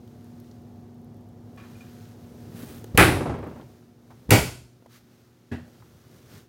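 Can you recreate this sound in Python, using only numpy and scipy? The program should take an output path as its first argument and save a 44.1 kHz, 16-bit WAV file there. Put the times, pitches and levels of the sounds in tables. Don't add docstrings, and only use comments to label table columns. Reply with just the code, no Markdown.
import sys
import numpy as np
from scipy import signal
from scipy.fft import rfft, irfft
from scipy.io import wavfile

SR = 44100
rng = np.random.default_rng(int(sys.argv[2]) if len(sys.argv) > 2 else 0)


def dump(signal):
    limited = np.clip(np.atleast_2d(signal).T, -1, 1)
    pcm = np.round(limited * 32767).astype(np.int16)
    wavfile.write(sys.argv[1], SR, pcm)


N = 285988
T = np.arange(N) / SR


def amp(db):
    return 10 ** (np.asarray(db) / 20)


def unit(x):
    return x / np.sqrt(np.mean(x ** 2))


def at(points, hz):
    f, value = np.transpose(points)
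    return np.interp(np.log(np.maximum(hz, 1)), np.log(f), value)


def fade(t, t60):
    return np.exp(-np.log(1000) * t / np.maximum(t60, 1e-3))


def noise(points, size):
    white = rfft(rng.standard_normal(size))
    gain = amp(at(points, np.fft.rfftfreq(size, 1 / SR)))
    return unit(irfft(white * gain, size))


def walk(rate):
    knots = rng.standard_normal(512)
    return np.interp(T * rate, np.arange(len(knots)), knots)


def grain(size=128):
    return np.repeat(rng.standard_normal(N // size + 1), size)[:N]


def swell(start, attack, hold, release):
    corners = start + np.cumsum(np.abs([0, attack, hold, release]))
    return np.sin(np.pi / 2 * np.interp(T, corners, [0, 1, 1, 0])) ** 2


def add(out, s, x):
    i = int(s * SR)
    out[i:i + len(x)] += x[:N - i]


def soften(x, hz):
    cutoff = np.clip(hz, 200, .45 * SR)
    return signal.sosfilt(signal.butter(2, cutoff, fs=SR, output="sos"), x)


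def panel(modes, rise):
    t, ring = T[:SR], 0
    for k, (hz, db, t60) in enumerate(modes):
        sign = (-1) ** k
        ring = ring + sign * amp(db) * np.sin(2 * np.pi * hz * t) * fade(t, t60)
    return ring * (1 - np.exp(-t / rise)) / np.std(ring[:SR // 20])


# frequency in Hz, t60 in seconds.
CABINET_T60 = [(60, .48), (170, .42), (400, .38), (1000, .36), (2200, .4), (5000, .48), (9000, .45),
               (15000, .37)]


def cabinet(colour, hold, rise, length, count=36):
    t, hz = T[:SR], np.fft.rfftfreq(SR, 1 / SR)
    edges = np.geomspace(28, 17000, count + 1)
    white, out, power = rfft(rng.standard_normal(SR)), 0, 0
    for lo, hi in zip(edges, edges[1:]):
        centre = np.sqrt(lo * hi)
        t60 = length * at(CABINET_T60, centre)
        shape = (1 - np.exp(-t / rise)) * fade(np.maximum(t - hold, 0), t60)
        band = irfft(white * ((hz >= lo) & (hz < hi)), SR) * shape
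        gain = amp(at(colour, centre)) * np.sqrt(hi - lo)
        out = out + gain * unit(band) * np.sqrt(np.mean(shape ** 2))
        power += gain ** 2
    return out / np.sqrt(power)


# frequency in Hz, level by the wardrobe in dB, level by the window in dB, within the fan.
FAN_TONES = [(97.5, -9, -25), (107.7, -5.5, -16), (120, -15, -2.5), (146, -12, -23), (215.3, -11, -25),
             (239.3, -.5, -6), (323, -20, -23), (359, -15, -10), (436, -27, -17), (536, -25, -27),
             (718.5, -18, -26)]
# frequency in Hz, level in dB.
FAN_AIR = [(25, -30.5), (55, -13.5), (100, -4), (170, -6.5), (290, -10), (400, -12), (520, -17), (660, -21),
           (820, -21.5), (1000, -27.5), (2000, -45), (4000, -71)]
FAN_WARDROBE_DB, FAN_WINDOW_DB = -49.5, -61
LEAVE_S, LEAVE_EASE_S = 3.3, 1


def fan():
    moved = 1 - np.exp(-np.maximum(T - LEAVE_S, 0) / LEAVE_EASE_S)
    tones = 0
    for hz, wardrobe_db, window_db in FAN_TONES:
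        wavering_hz = hz * (1 + 0.002 * walk(6.3))
        phase = 2 * np.pi * np.cumsum(wavering_hz) / SR
        db = wardrobe_db + moved * (window_db - wardrobe_db) + 1.1 * walk(6)
        tones = tones + np.sqrt(2) * amp(db) * np.sin(phase)
    air = amp(-1.0 + 1.1 * walk(6.1)) * noise(FAN_AIR, N)
    distance_db = FAN_WARDROBE_DB + moved * (FAN_WINDOW_DB - FAN_WARDROBE_DB)
    return amp(distance_db) * (tones + air)


# frequency in Hz, level in dB.
HISS_COLOUR = [(700, -3.5), (1300, 7), (2500, 0.5), (4000, 0.5), (6500, -1), (7500, -5.5), (12500, -7.5),
               (14000, -3), (16000, -8)]
HISS_DB = -69.5


def room():
    return amp(HISS_DB) * noise(HISS_COLOUR, N)


# middle in seconds, length in seconds, cloth level in dB, floor level in dB.
MOVES = [(.35, 1.66, -68.5, -58), (1.89, 1.2, -60, -51.5), (2.65, 1.3, -60, -46), (3.585, 0.88, -64, -54),
         (4.2, 0.58, -68.5, -54.5), (4.948, 0.16, -58, -70), (5.15, 0.72, -67.5, -80),
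         (5.85, 1.18, -65, -55), (6.157, 0.27, -65, -54.5), (6.348, 0.31, -56, -49)]
# frequency in Hz, level in dB.
FLOOR_RUMBLE = [(30, -31), (70, -9.5), (120, 0.5), (200, -10), (400, -12), (800, -25), (2000, -42)]


def movement():
    cloth, floor = 0, 0
    for middle, length, cloth_db, floor_db in MOVES:
        effort = swell(middle - length / 2, length / 2, 0, length / 2)
        cloth = cloth + amp(cloth_db) * effort
        floor = floor + amp(floor_db) * effort
    unevenness = amp(1.0 * walk(24) + 1.2 * grain())
    rustle = cloth * unevenness * noise(HISS_COLOUR, N)
    return rustle + floor * noise(FLOOR_RUMBLE, N)


GRIP_SPAN = [0.056, 3.5]


def grip(count=45):
    out, t = np.zeros(N), T[:SR // 100]
    for when, chance in rng.random((count, 2)):
        dry_tick = np.diff(rng.standard_normal(len(t) + 1)) * fade(t, .004)
        add(out, np.interp(when, [0, 1], GRIP_SPAN), amp(-62.5 + 13 * chance ** 3) * dry_tick)
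    return out


def tick(pitch_hz, octaves, t60):
    t = T[:SR // 4]
    hz = np.geomspace(30, 18000, 300)
    resonance_db = -20 * np.log10(1 + (np.log2(hz / pitch_hz) / octaves) ** 2)
    shape = (1 - np.exp(-t * pitch_hz)) * fade(t, t60)
    ringing = noise(np.c_[hz, resonance_db], len(t)) * shape
    return unit(ringing) * np.sqrt(np.mean(shape ** 2))


# start in seconds, level in dB, pitch in Hz, width in octaves, t60 in seconds.
TICKS = [(0.077, -52, 1800, 1.5, 0.013), (.512, -55, 4730, 0.36, 0.032), (2.492, -32, 166, 0.12, 0.064),
         (2.546, -22, 180, 0.17, 0.032), (2.631, -22.5, 221, 0.39, 0.038), (2.8426, -18, 395, 0.41, 0.01),
         (2.8425, -35.5, 7050, 3.1, 0.0064), (3.612, -53, 3480, 0.32, 0.023),
         (4.104, -48.5, 860, 0.6, 0.14), (4.823, -44, 550, 0.49, 0.019), (4.86, -40, 600, 0.56, 0.029),
         (5.676, -46.5, 420, 0.48, 0.068), (5.823, -49, 1110, 0.35, 0.048)]
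CATCH_DB, CATCH_HZ, CATCH_OCTAVES, CATCH_T60_S = -32, 452, .47, 0.17


def ticks():
    out = np.zeros(N)
    for s, db, pitch_hz, octaves, t60 in TICKS:
        add(out, s, amp(db) * tick(pitch_hz, octaves, t60))
    for s, lead, *_ in SLAMS:
        add(out, s - lead - .003, amp(CATCH_DB) * tick(CATCH_HZ, CATCH_OCTAVES, CATCH_T60_S))
    return out


# start in seconds, bracket level in dB (before the trims below), spring level in dB.
HINGE_SLIPS = [(1.573, -52, -63), (1.598, -55.5, -59), (1.635, -55.5, -65), (1.751, -75, -65),
               (1.806, -60, -56), (1.862, -68, -70)]
# frequency in Hz, level in dB, t60 in seconds.
HINGE_SPRING = [(2410, -1, 0.086), (2510, -9, 0.079)]
# frequency in Hz, level in dB, t60 in seconds.
HINGE_BRACKET = [(773, -1, 0.17), (1113, 1, 0.2), (1260, -9, .16), (1416, -3, .12), (1740, 6, 0.078),
                 (2840, -15, 0.12)]
# frequency in Hz, level in dB.
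HINGE_SCRAPE = [(400, -21), (1200, 1), (2800, -7), (3500, -11), (9000, -25)]


def hinge():
    out = np.zeros(N)
    for s, bracket_db, spring_db in HINGE_SLIPS:
        scrape = cabinet(HINGE_SCRAPE, hold=0.0073, rise=.002, length=0.83)
        add(out, s, amp(bracket_db - 1.5) * scrape)
        add(out, s, amp(bracket_db - 5.0) * panel(HINGE_BRACKET, rise=0.0025))
        add(out, s, amp(spring_db) * panel(HINGE_SPRING, rise=0.0021))
    return out


# frequency in Hz, level in dB.
BRUSH_COLOUR = [(60, 6), (150, 19), (400, 11.5), (800, -2), (1400, 3), (2200, -4), (3000, -1.5),
                (5500, -7.5), (12000, -5.5), (15000, -3.5)]
BRUSH_START_S, BRUSH_ATTACK_S, BRUSH_HOLD_S, BRUSH_RELEASE_S, BRUSH_DB = 2.505, 0.11, 0.1, 0.15, -45.5


def brush():
    sliding = swell(BRUSH_START_S, BRUSH_ATTACK_S, BRUSH_HOLD_S, BRUSH_RELEASE_S)
    uneven_db = BRUSH_DB + 1.2 * walk(67) + 1.3 * grain()
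    return sliding * amp(uneven_db) * noise(BRUSH_COLOUR, N)


def air_push(hz, turns):
    t = T[:SR // 10] - 1 / 20
    return np.cos(2 * np.pi * hz * t) / (1 + (hz * t / turns) ** 4)


# start in seconds, lead of the air push in seconds, air push in Hz, air push in dB, crack in dB,
# thud in Hz, thud in dB, panel modes in dB, panel rise in seconds, cabinet ring in dB, ring hold in seconds.
SLAMS = [(2.9748, .026, 111.4, -14, -6.5, 120.6, -10, -11.5, .01, -10.5, .035),
         (4.3062, .013, 146.6, -16.5, -6.5, 110.1, -1.5, -10.5, 0.015, -13.5, 0.024)]
# frequency in Hz, level in dB, t60 in seconds.
FIRST_MODES = [(86, -7, .7), (135, -10, .8), (163, -4, .25), (180, -5, .25), (318, -5, .45), (382, -9, .6),
               (484, -6, .24), (748, -16, .45), (851, -8, .32), (985, -15, .28), (1098, -9, .33),
               (1200, -7, .26), (1308, -13, .35), (1380, -9, .33), (1456, -9, .37), (1576, -8, .33),
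               (1701, -6, .2), (1979, -4, .27), (2083, -12, .36), (2282, -2, .18), (2442, -6, .25),
               (2492, -8, .24), (2575, -10, .3)]
SECOND_MODES = [(56, -14, .25), (84, -9, .25), (122, -12, .6), (178, 0, .18), (254, -10, .3),
                (312, -2, .18), (404, -5, .22), (506, -12, .3), (618, -14, .25), (799, -14, .24),
                (969, -17, .25), (1367, -15, .15), (1906, -15, .3), (1962, -17, .25), (2051, -19, .32),
                (2265, -11, .33), (2369, -14, .25), (2832, -18, .27), (3553, -21, .2), (4404, -27, .5),
                (4603, -23, .4), (4786, -22, .36), (7550, -24, .42)]
# frequency in Hz, level in dB.
FIRST_RING = [(28, -29.5), (50, -2), (80, -6.5), (170, 1.5), (225, -7.5), (330, -0.5), (560, -8.5),
              (830, -6), (930, -12.5), (1250, -7.5), (2000, -8), (2550, -10.5), (2750, -13.5),
              (6500, -29.5), (10000, -21.5), (16000, -33.5)]
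SECOND_RING = [(30, -28), (55, -4), (170, -5.5), (225, -9.5), (420, -8.5), (850, -12), (1150, -18),
               (1450, -14.5), (1700, -22), (2350, -14), (4050, -26.5), (4700, -24.5), (10500, -26.5),
               (16000, -31)]
# frequency in Hz, level in dB.
CRACK_COLOUR = [(100, -17), (550, -12), (900, -7), (1500, -5), (2100, -1), (3200, -2), (5000, -14),
                (8000, -8), (11000, -2), (12500, -9), (16000, -6)]


def slams():
    out, t = np.zeros(N), T[:SR // 4]
    doors = zip(SLAMS, (FIRST_MODES, SECOND_MODES), (FIRST_RING, SECOND_RING))
    for settings, modes, ring in doors:
        s, lead, push_hz, push_db, crack_db, thud_hz, thud_db, modes_db, rise, ring_db, hold = settings
        push_s = s - lead - 1 / 20
        add(out, push_s, amp(push_db) * air_push(push_hz, turns=0.24))
        add(out, push_s, amp(push_db - 21.0) * air_push(hz=62.37, turns=1.1))
        contact = (1 - np.exp(-t / 0.00073)) * fade(np.maximum(t - .002, 0), 0.015)
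        add(out, s, amp(crack_db) * contact * noise(CRACK_COLOUR, len(t)))
        thud = np.sin(2 * np.pi * thud_hz * t) * (1 - np.exp(-t / .005)) * fade(t, 0.15)
        add(out, s + 0.0064, amp(thud_db) * thud)
        add(out, s + .002, amp(modes_db) * panel(modes, rise))
        add(out, s, amp(ring_db) * cabinet(ring, hold, rise=0.006, length=1.016, count=56))
    return out


# frequency in Hz, level in dB.
SHUDDER_COLOUR = [(35, -22), (80, 2.5), (145, 1), (210, -3), (280, 1), (420, -3.5), (700, -7.5),
                  (1150, -13), (1600, -20.5), (2400, -26), (4000, -38), (9000, -43)]
SHUDDER_START_S, SHUDDER_PERIOD_S, SHUDDER_JITTER_S = 3.077, .0435, .002
SHUDDER_DB, SHUDDER_SCATTER_DB = -22.5, 1.43
SHUDDER_HOLD_S, SHUDDER_FALL_DB_PER_S = 0.14, 53


def shudder(count=13):
    out = np.zeros(N)
    for k, (late, harder) in enumerate(rng.standard_normal((count, 2))):
        age = k * SHUDDER_PERIOD_S
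        lost_db = SHUDDER_FALL_DB_PER_S * max(age - SHUDDER_HOLD_S, 0)
        clack = cabinet(SHUDDER_COLOUR, hold=0.0047, rise=0.0013, length=0.47)
        ring = cabinet(SHUDDER_COLOUR, hold=0.0075, rise=0.0044, length=0.83)
        contact_hz = 8000 * amp(-.5 * lost_db)
        bounce = soften(amp(-0.5) * clack + amp(-7) * ring, contact_hz)
        bounce_s = SHUDDER_START_S + age + SHUDDER_JITTER_S * late
        bounce_db = SHUDDER_DB - lost_db + SHUDDER_SCATTER_DB * harder
        add(out, bounce_s, amp(bounce_db) * bounce)
    return out


# start in seconds, level in dB, contact cut-off in Hz.
KNOCKS = [(5.514, -33.5, 15000), (5.536, -39, 884)]
# frequency in Hz, level in dB, t60 in seconds.
KNOCK_MODES = [(98, 1.5, 0.18), (240.4, 0, 0.38), (312, -10, 0.22), (406, -1.5, 0.086), (694, -29, 0.24),
               (1690, -6.5, 0.12), (1911, -26, 0.27), (2040, -38, 0.36), (2570, -23, 0.25),
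               (2729, -24, 0.37)]
# frequency in Hz, level in dB.
KNOCK_RING = [(40, -24), (90, 6), (170, -2), (250, 2.5), (420, -9.5), (520, -12), (700, -8), (1250, -20.5),
              (1700, -8.5), (2200, -20.5), (2800, -22), (3500, -26), (6000, -35.5), (15000, -44)]


def knock():
    out = np.zeros(N)
    for s, db, contact_hz in KNOCKS:
        wood = amp(0.5) * panel(KNOCK_MODES, rise=0.0031)
        ring = cabinet(KNOCK_RING, hold=0.0091, rise=0.0041, length=0.82)
        add(out, s, amp(db) * soften(wood + ring, contact_hz))
    return out


def scene():
    background = fan() + room() + movement() + grip()
    handling = ticks() + hinge() + brush()
    doors = slams() + shudder() + knock()
    return (background + handling + doors)[None]


TOP_HZ = 16100


def record(dry):
    thinned = signal.sosfilt(signal.butter(4, 40, "high", fs=SR, output="sos"), dry)
    rounded = thinned / (1 + (thinned / .9) ** 8) ** (1 / 8)
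    return signal.sosfilt(signal.ellip(10, .1, 95, TOP_HZ, fs=SR, output="sos"), rounded)


dry = scene()
out = record(dry)
dump(out)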